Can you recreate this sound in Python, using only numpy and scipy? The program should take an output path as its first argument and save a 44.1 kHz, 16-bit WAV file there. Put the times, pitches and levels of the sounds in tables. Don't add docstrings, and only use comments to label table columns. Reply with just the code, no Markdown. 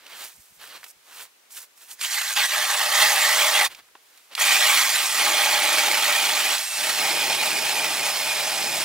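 import sys
import numpy as np
from scipy import signal
from scipy.fft import rfft, irfft, next_fast_len
from scipy.io import wavfile
from scipy.ndimage import uniform_filter1d

SR = 44100
rng = np.random.default_rng(int(sys.argv[2]) if len(sys.argv) > 2 else 0)


def decibels_to_gain(level_db):
    exponent = np.asarray(level_db, float) / 20
    return 10 ** exponent


def persist_wave(psi):
    counts = np.round(np.clip(psi, -1, 1) * 32767).astype(np.int16)
    wavfile.write(sys.argv[1], SR, np.atleast_2d(counts).T)


N = 389844
T = np.arange(N) / SR
COARSE = T[::32]
SIZE = next_fast_len(N + SR // 4)
HZ = np.maximum(np.arange(SIZE // 2 + 1) * SR / SIZE, 1)


def auger():
    # pitch in Hz, width in Hz, level in dB when free,
    # change in dB when buried.
    shaft_modes = [(625, 53, 1, -4), (827, 133, 12, -7), (710, 250, -22, 31.5), (1150, 320, 12.5, -17)]
    blade_modes = [(1596, 150, 4, -20), (1922, 210, 9, -10), (2173, 110, 0.5, 1), (2649, 510, -6, -8),
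                   (3340, 600, 6.5, -5), (4310, 120, 2, -3)]
    # pitch in Hz, level in dB.
    scrape_colour = [(300, -92), (600, -10.5), (1200, -2), (2500, 1), (4000, -2.5), (6000, -7.5),
                     (9000, -16)]
    spray_colour = [(2500, -40), (4000, 4), (5000, 0.8), (6800, 4.5), (8500, 2), (11000, 0.5), (14000, -6),
                    (16000, -9.5)]
    rumble_colour = [(60, -57), (120, -19), (200, 1), (350, 7), (500, 4.5), (800, -27)]
    hole_colour = [(25, -30), (60, -14), (100, 3), (160, 0.5), (260, -10), (500, -22)]
    bite, depth, shaft_db, spray_db, rumble_db, squeal_hz, bend_db, squeal_db = blades_in_ice()

    gearbox_hz = 101.3 * (1 + 0.0186 * walk(4.8))
    stage = np.cos(2 * np.pi * np.cumsum(gearbox_hz) / SR)
    chatter = decibels_to_gain(0.7 * stage + 0.7 * walk(45) + 0.7 * walk(130))
    coarse_db = 2.9 - 1.3 * depth
    chips = grains(per_s=2500, spread_db=2.0, bed=1.08) * chatter

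    blades = decibels_to_gain(-10) * steel(chips, blade_modes, depth, patchy_db=3.4, rate=22)
    squeal_level = decibels_to_gain(-5.5 + squeal_db - 6.7 * depth + 2.3 * walk(22))
    squeal_pitch = squeal_hz * (1 + 0.025 * walk(9))
    squeal = squeal_level * whistle(squeal_pitch, blur_hz=260.1, clean=0.05) * chatter
    scrape = decibels_to_gain(0.5) * clumps(colour(chips, scrape_colour), coarse_db)

    bend = unit(ring_twice(chips, 616, 84))
    shaft = steel(chips, shaft_modes, depth, patchy_db=1.3, rate=13) + decibels_to_gain(bend_db) * bend
    flying = grains(per_s=5500, spread_db=2.5, bed=0.41) * chatter
    spray = clumps(colour(flying, spray_colour), 1.23 * coarse_db)

    boom = decibels_to_gain(-23 + 28.8 * depth) * colour(rng.standard_normal(N), hole_colour)
    rumble = decibels_to_gain(1.8 * walk(6.3)) * (colour(rng.standard_normal(N), rumble_colour) + boom)
    return bite * (blades + squeal + scrape + decibels_to_gain(shaft_db) * shaft
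                   + decibels_to_gain(spray_db) * spray + decibels_to_gain(rumble_db) * rumble)


def blades_in_ice():
    # time in seconds, depth from 0 to about 1.
    buried = [(2.0, 0.04), (3.0, 0.15), (3.7, 0.22), (4.4, 0.01), (5.2, 0.43), (5.7, 0.51), (6.5, 0.68),
              (7.6, 0.83), (8.84, 1.05)]
    # on in seconds, off in seconds, hole rumble in dB relative to the bite,
    # squeal in Hz, shaft bending in dB relative to its ring.
    pulls = [
        (2.03, 3.655, -35.5, 1879, -14),
        (4.41, 9.007, -30.5, 2344, -23),
    ]
    # time in seconds, bite in dB, seating of the tip in dB
    weight_on_drill = [
        [(2.0, -35.5, -18.5), (2.33, -32.5, -10.5), (2.5, -28, -3), (2.9, -25.5, 3), (3.0, -21.5, -1.5),
         (3.35, -22, 2), (3.66, -23.5, 2.5)],
        [(4.4, -24.5, -5.5), (4.7, -21, 0.5), (4.93, -24.5, -5), (5.25, -23, 3.5), (5.9, -24, 4),
         (6.5, -25.5, 1.5), (7.1, -25.5, 4.5), (8.0, -29, 3.5), (8.84, -29, 1)],
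    ]
    # time in seconds, bite change in dB, build-up in seconds,
    # fading in seconds, squeal shift in Hz.
    catches = [(2.045, 6, 0.024, 0.022, 1000.5), (2.14, 5, 0.013, 0.017, 1001.5),
               (2.184, 7.5, 0.014, 0.013, -200), (2.217, 9, 0.0057, 0.0063, 1),
               (2.315, 3, 0.015, 0.016, 599), (2.35, -8, 0.016, 0.0091, 601), (2.38, 10.5, 0.023, .03, 900),
               (2.44, 7, 0.027, 0.024, 1), (2.49, -5, .03, 0.021, -1), (2.57, 2.5, 0.047, 0.037, -51),
               (3.02, 1.5, 0.072, .06, 10), (3.101, -1, 0.033, 0.016, -0.5), (3.42, 1, .06, .05, 499.5),
               (3.61, 4, .04, .03, 300), (4.503, 3.5, .03, 0.02, 60), (4.591, 0.5, 0.028, .03, 199.5),
               (4.87, -1, .035, 0.053, 0.5), (4.97, -0.5, .06, .045, 200), (5.09, -5.5, 0.067, 0.08, 349),
               (5.24, 0, 0.028, .03, -200), (5.82, 1, .05, .03, 51), (6.67, -11, 0.093, .13, 300),
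               (6.93, -2.5, .05, .06, 300), (7.06, 0.5, .04, .05, -100)]

    s, bite_db, seat_db = np.vstack(weight_on_drill).T
    bite_db, seat_db = np.interp(T, s, bite_db), np.interp(T, s, seat_db)
    depth = np.interp(T, *np.transpose(buried))
    bumps = []
    for at, _, build_s, fade_s, _ in catches:
        late = COARSE - at
        bumps.append(decibels_to_gain(-8.7 * (late / np.where(late < 0, build_s, fade_s)) ** 2))
    catch_db, shift_hz = map(fine, np.array(catches)[:, [1, 4]].T @ np.array(bumps))

    spin_up_s, brake_s = 0.042, 0.026
    spin = sum(swell(on, spin_up_s, 1e6, power=1.1) * swell(off, 1e6, brake_s, power=1.7)
               for on, off, *_ in pulls)
    bite = fine(spin) * decibels_to_gain(bite_db + catch_db)

    between_s = (pulls[0][1] + pulls[1][0]) / 2
    on_s, _, hole_db, pull_squeal_hz, pull_bend_db = np.array(pulls)[1 * (T > between_s)].T
    shaft_db = -11 + seat_db + 0.49 * catch_db
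    spray_db = -2 - 0.41 * seat_db - 0.73 * catch_db
    rumble_db = hole_db + 0.59 * seat_db + 0.96 * catch_db + 9.5 * depth
    squeal_hz = pull_squeal_hz + 30 * (T - on_s) + shift_hz
    bend_db = pull_bend_db + 0.6 * seat_db
    squeal_db = 0.23 * catch_db
    return bite, depth, shaft_db, spray_db, rumble_db, squeal_hz, bend_db, squeal_db


def cracks():
    bite, depth, *_ = blades_in_ice()
    snaps = grains(per_s=70, spread_db=2.5, bed=0)
    return bite * decibels_to_gain(-11.5 - 2 * depth) * unit(ring(snaps, 2500, 3500) + ring(snaps, 6300, 7000))


def gears():
    # time in seconds, pitch in Hz.
    mesh = [(4.4, 7600), (6.45, 7670), (6.58, 8000), (6.68, 8450), (6.78, 8370), (6.88, 7900), (6.95, 8050),
            (7.02, 7710), (8.84, 7640)]
    # multiple of the pinion mesh, level in dB, blur in Hz, dB change per 10% of overspeed.
    gear_tones = [(.3185, 6, 30, -7), (.637, -5, 90, -3), (1.0, 2, 70, 0)]
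    # multiple of the pinion mesh, level in dB, blur in Hz.
    planets = [(.679, 3.5, 190), (1.257, 1.5, 190)]
    # time in seconds, gear level in dB.
    facing = [(4.4, -49), (5.2, -46), (5.9, -47), (6.5, -43), (6.9, -41), (7.05, -43), (8.84, -43.5)]
    speed_hz = np.interp(T, *np.transpose(mesh)) * (1 + 0.0045 * walk(18))
    loaded_hz, loaded_s = 7670, 7.0
    overspeed = 10 * (speed_hz / loaded_hz - 1)
    tones = sum(decibels_to_gain(db + race_db * overspeed) * whistle(k * speed_hz, blur, clean=0.98)
                for k, db, blur, race_db in gear_tones)
    buzz = sum(decibels_to_gain(db) * whistle(k * speed_hz, blur, clean=0.13) for k, db, blur in planets)
    load_db = -4 + 6 * np.clip((T - loaded_s) / 0.086 + 1, 0, 1)
    return (tones + decibels_to_gain(load_db) * buzz) * decibels_to_gain(np.interp(T, *np.transpose(facing), left=-120))


def boots():
    # peak in seconds, crunch in dB, rise in seconds, fall in seconds for 20 dB,
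    # powder hiss in dB relative to the crunch.
    steps = [(.0, -54, .1, .25, -14), (.14, -47, .12, .2, -7), (.245, -40.5, .17, .085, 0),
             (.34, -66, .1, .5, 13), (.635, -44.5, .055, .25, -4), (.762, -43, .15, .04, -10),
             (.836, -52, .007, .06, -1), (.908, -59, .14, .016, 11), (1.09, -54, .06, .2, -11),
             (1.228, -43, .19, .052, -1), (1.518, -56, .022, .12, 12), (1.576, -48, .06, .065, 8),
             (1.627, -53, .06, .04, 7), (1.776, -67, .02, .03, 15), (1.822, -54, .045, .085, 5),
             (1.918, -46, .06, .045, 5), (2.0, -56, .018, .03, -9), (3.716, -44, .035, .04, -5),
             (3.79, -47, .1, .024, -9), (3.84, -64, .05, .1, -6), (3.958, -63, .012, .07, -10),
             (4.17, -60, .24, .28, 0), (4.336, -44, .044, .02, -12)]
    # pitch in Hz, level in dB.
    crunch_colour = [(150, -21), (400, -13), (900, -2.5), (2000, -0.5), (4000, -2), (6000, -10.5),
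                     (9000, -17)]
    powder_colour = [(3000, -18), (5500, 0.5), (8000, 2), (12000, 0.5), (16000, -3.5)]
    weight = np.array([decibels_to_gain(db) * swell(s, rise, fall, power=1.6) for s, db, rise, fall, _ in steps]) ** 2
    powder_db = np.array(steps)[:, 4]

    def level(extra_db):
        return fine(np.sqrt(decibels_to_gain(2 * extra_db) @ weight))

    crush = grains(per_s=3500, spread_db=4.0, bed=1.0) * decibels_to_gain(1.9 * walk(45.9))
    powder = grains(per_s=15000, spread_db=6.5, bed=0.6) * decibels_to_gain(1.1 * walk(35.18))
    crush = clumps(colour(crush, crunch_colour), patchy_db=1.5)
    low = shape(crush, 1 / (1 + (HZ / 605) ** 4))
    crunch = level(0 * powder_db) * (crush - low)
    dull = level(-0.64 * (powder_db - 1)) * low
    return crunch + dull + level(powder_db) * colour(powder, powder_colour)


def ticks():
    # time in seconds, peak in dB, ring in Hz, treble in dB relative to the ring, ring time in seconds.
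    taps = [(0.064, -30, 2500, -12, 0.022), (0.83, -31, 1170, -8, 0.024), (0.84, -33, 1860, 4, 0.032),
            (0.862, -39, 1620, -14, 0.031), (1.505, -44, 3270, -14, 0.026),
            (1.569, -32.5, 3240, -10, 0.049), (1.685, -62, 1210, -12, 0.035),
            (1.776, -51, 1890, -12, 0.035), (1.91, -32, 4110, -17.5, 0.035), (1.992, -41, 1470, -18, 0.049),
            (2.011, -22, 3060, -3, 0.038), (2.372, -14, 2800, -18, 0.056), (2.793, -17, 1650, 0, 0.035),
            (3.747, -28, 3470, -10, 0.022), (3.884, -51, 1330, -4, 0.035), (3.951, -36, 1000, -24, 0.03),
            (4.129, -56, 1660, -12, 0.035), (4.174, -44, 2750, 4, 0.035), (4.35, -14.5, 3120, -9, 0.023),
            (4.377, -16, 1570, -17, 0.038), (4.388, -21, 1160, -10, 0.026)]
    out, t = np.zeros(N + SR), T[:SR // 8]
    for s, db, hz, treble_db, t60 in taps:
        fading = np.exp(-np.log(1000) * t / np.clip(t60, 0.004, 0.2))
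        burst = rng.standard_normal((2, len(t))) * fading
        body = ring_twice(burst[0], hz, 1.3 * hz)
        crack = ring(burst[1], 5700, 11000)
        sound = body / abs(body).max() + decibels_to_gain(treble_db) * crack / abs(crack).max()
        out[int((s + 0.0012) * SR):][:len(t)] += decibels_to_gain(db) * sound
    return out[:N]


def air():
    # pitch in Hz, level in dB.
    hiss_colour = [(35, -16), (130, -16), (400, -2.5), (900, -2), (2300, -0.5), (6000, -4.5), (11000, -6.5),
                   (16000, -10)]
    # pitch in Hz, level in dB.
    wind_colour = [(20, 0), (60, -7), (150, -4), (250, -13), (500, -35)]
    # time in seconds, level in dB, length in seconds.
    puffs = [(.02, -80, 0.035), (.175, -73, .04), (.35, -70, .02), (.392, -59, 0.023), (0.52, -62, 0.019),
             (0.582, -66, 0.028), (.68, -75, 0.17), (.81, -75, 0.046), (.97, -69, .03), (1.205, -77, .06),
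             (3.705, -69, 0.24)]
    opposite = np.array([[1], [-1]])
    mid, side = (colour(rng.standard_normal(N), hiss_colour) for _ in range(2))
    hiss = decibels_to_gain(-60) * (mid + 0.88 * side * opposite)
    mid, side = (colour(rng.standard_normal(N), wind_colour) for _ in range(2))
    gust = sum(decibels_to_gain(db) * swell(s, length, length, power=1.4) for s, db, length in puffs)
    return hiss + fine(gust) * (mid + 0.55 * side * opposite)


def ports(x):
    # pitch in Hz, left minus right in dB.
    port_db = [(60, 5), (130, -1), (700, 1.0), (1290, 1.5), (2380, -1.0), (4400, -6.5), (8120, 0.5),
               (15000, -7)]
    # pitch in Hz, lead of the left in radians.
    port_phase = [ (0, 1), (3100, -0.51), (3790, -1.2), (4480, -0.74), (6630, -1.1), (8270, -0.83),
                  (12500, -1.44), (16500, -0.094)]
    # pitch in Hz, share in dB.
    scatter_share = [(60, -47), (500, -61), (1400, -12.5), (3100, -8), (6800, -50), (12000, -10),
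                     (16000, -2)]
    # pitch in Hz, level in dB.
    low_cut = [(20, -30), (50, -24), (90, -18), (150, -5.5), (300, 0.53)]
    smear = signal.chirp(T[:SR // 100], 0, 0.01, SR / 2)
    smear_phase = np.exp(1j * np.angle(rfft(smear, SIZE)))
    spread = signal.hilbert(shape(x, smear_phase * decibels_to_gain(along(scatter_share))))
    scattered = np.real(spread * np.exp(1j * np.cumsum(walk(300)) * 900 / SR))
    half = decibels_to_gain(along(port_db) / 2) * np.exp(0.5j * along(port_phase))
    return shape(np.array([x + scattered, x - scattered]), np.array([half, 1 / half]) * decibels_to_gain(along(low_cut)))


def grains(per_s, spread_db, bed):
    hit = rng.random(N) < per_s / SR
    size = decibels_to_gain(spread_db * np.minimum(rng.exponential(size=N), 4.2)) * rng.choice([-1, 1], N)
    return unit(unit(hit * size) + bed * rng.standard_normal(N))


def steel(chips, modes, depth, patchy_db, rate):
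    total = 0
    for hz, width, db, buried_db in modes:
        level = decibels_to_gain(db + buried_db * depth + patchy_db * walk(rate))
        total = total + level * unit(ring_twice(chips, hz, 1.68 * width))
    return unit(total)


def clumps(x, patchy_db):
    _, s, cells = signal.stft(x, SR, nperseg=512)
    field = rng.standard_normal(cells.shape)
    field = unit(uniform_filter1d(uniform_filter1d(field, size=3, axis=0), size=5, axis=1))
    peaks = decibels_to_gain(np.interp(s, T, patchy_db + 0 * T) * (field + 0.12 * field ** 2))
    peaks = peaks / np.sqrt(np.mean(peaks ** 2, axis=0))
    return unit(signal.istft(cells * peaks, SR, nperseg=512)[1][:N])


def whistle(hz, blur_hz, clean):
    angle = 2 * np.pi * np.cumsum(hz) / SR
    return unit((clean + walk(2 * blur_hz)) * np.cos(angle) + walk(2 * blur_hz) * np.sin(angle))


def swell(peak_s, rise_s, fall_s, power):
    late = COARSE - peak_s
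    length = np.where(late < 0, max(rise_s, 0.002), max(fall_s, 0.002))
    return decibels_to_gain(-20 * np.minimum(abs(late / length) ** power, 8))


def fine(control):
    return np.interp(T, COARSE, control)


def walk(rate):
    k = int(SR / rate)
    held = np.repeat(rng.standard_normal(N // 40)[:N // k + 1], k)
    return unit(uniform_filter1d(uniform_filter1d(held, k), k)[:N])


def ring(x, hz, width):
    return signal.lfilter(*signal.iirpeak(hz, hz / width, SR), x)


def ring_twice(x, hz, width):
    return ring(ring(x, hz, width), hz, width)


def unit(x):
    return x / np.sqrt(np.mean(x ** 2))


def along(points):
    hz, value = np.transpose(points)
    return np.interp(np.log(HZ), np.log(np.maximum(hz, 1)), value)


def shape(x, gain):
    return irfft(rfft(x, SIZE) * gain, SIZE)[..., :N]


def colour(x, points):
    return unit(shape(x, decibels_to_gain(along(points))))


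def scene():
    return ports(auger() + gears() + boots() + ticks() + cracks()) + air()


def band_limit(x):
    return signal.sosfilt(signal.butter(12, 16960, fs=SR, output="sos"), x)


def record(dry):
    rounded = np.tanh(0.9 * dry) / 0.9
    top_cut = signal.ellip(12, 0.2, 70, 15740, fs=SR, output="sos")
    bass_cut = signal.butter(2, 40, "high", fs=SR, output="sos")
    mix = signal.sosfilt(bass_cut, signal.sosfilt(top_cut, rounded))
    return band_limit(mix)


dry = scene()
out = record(dry)
persist_wave(out)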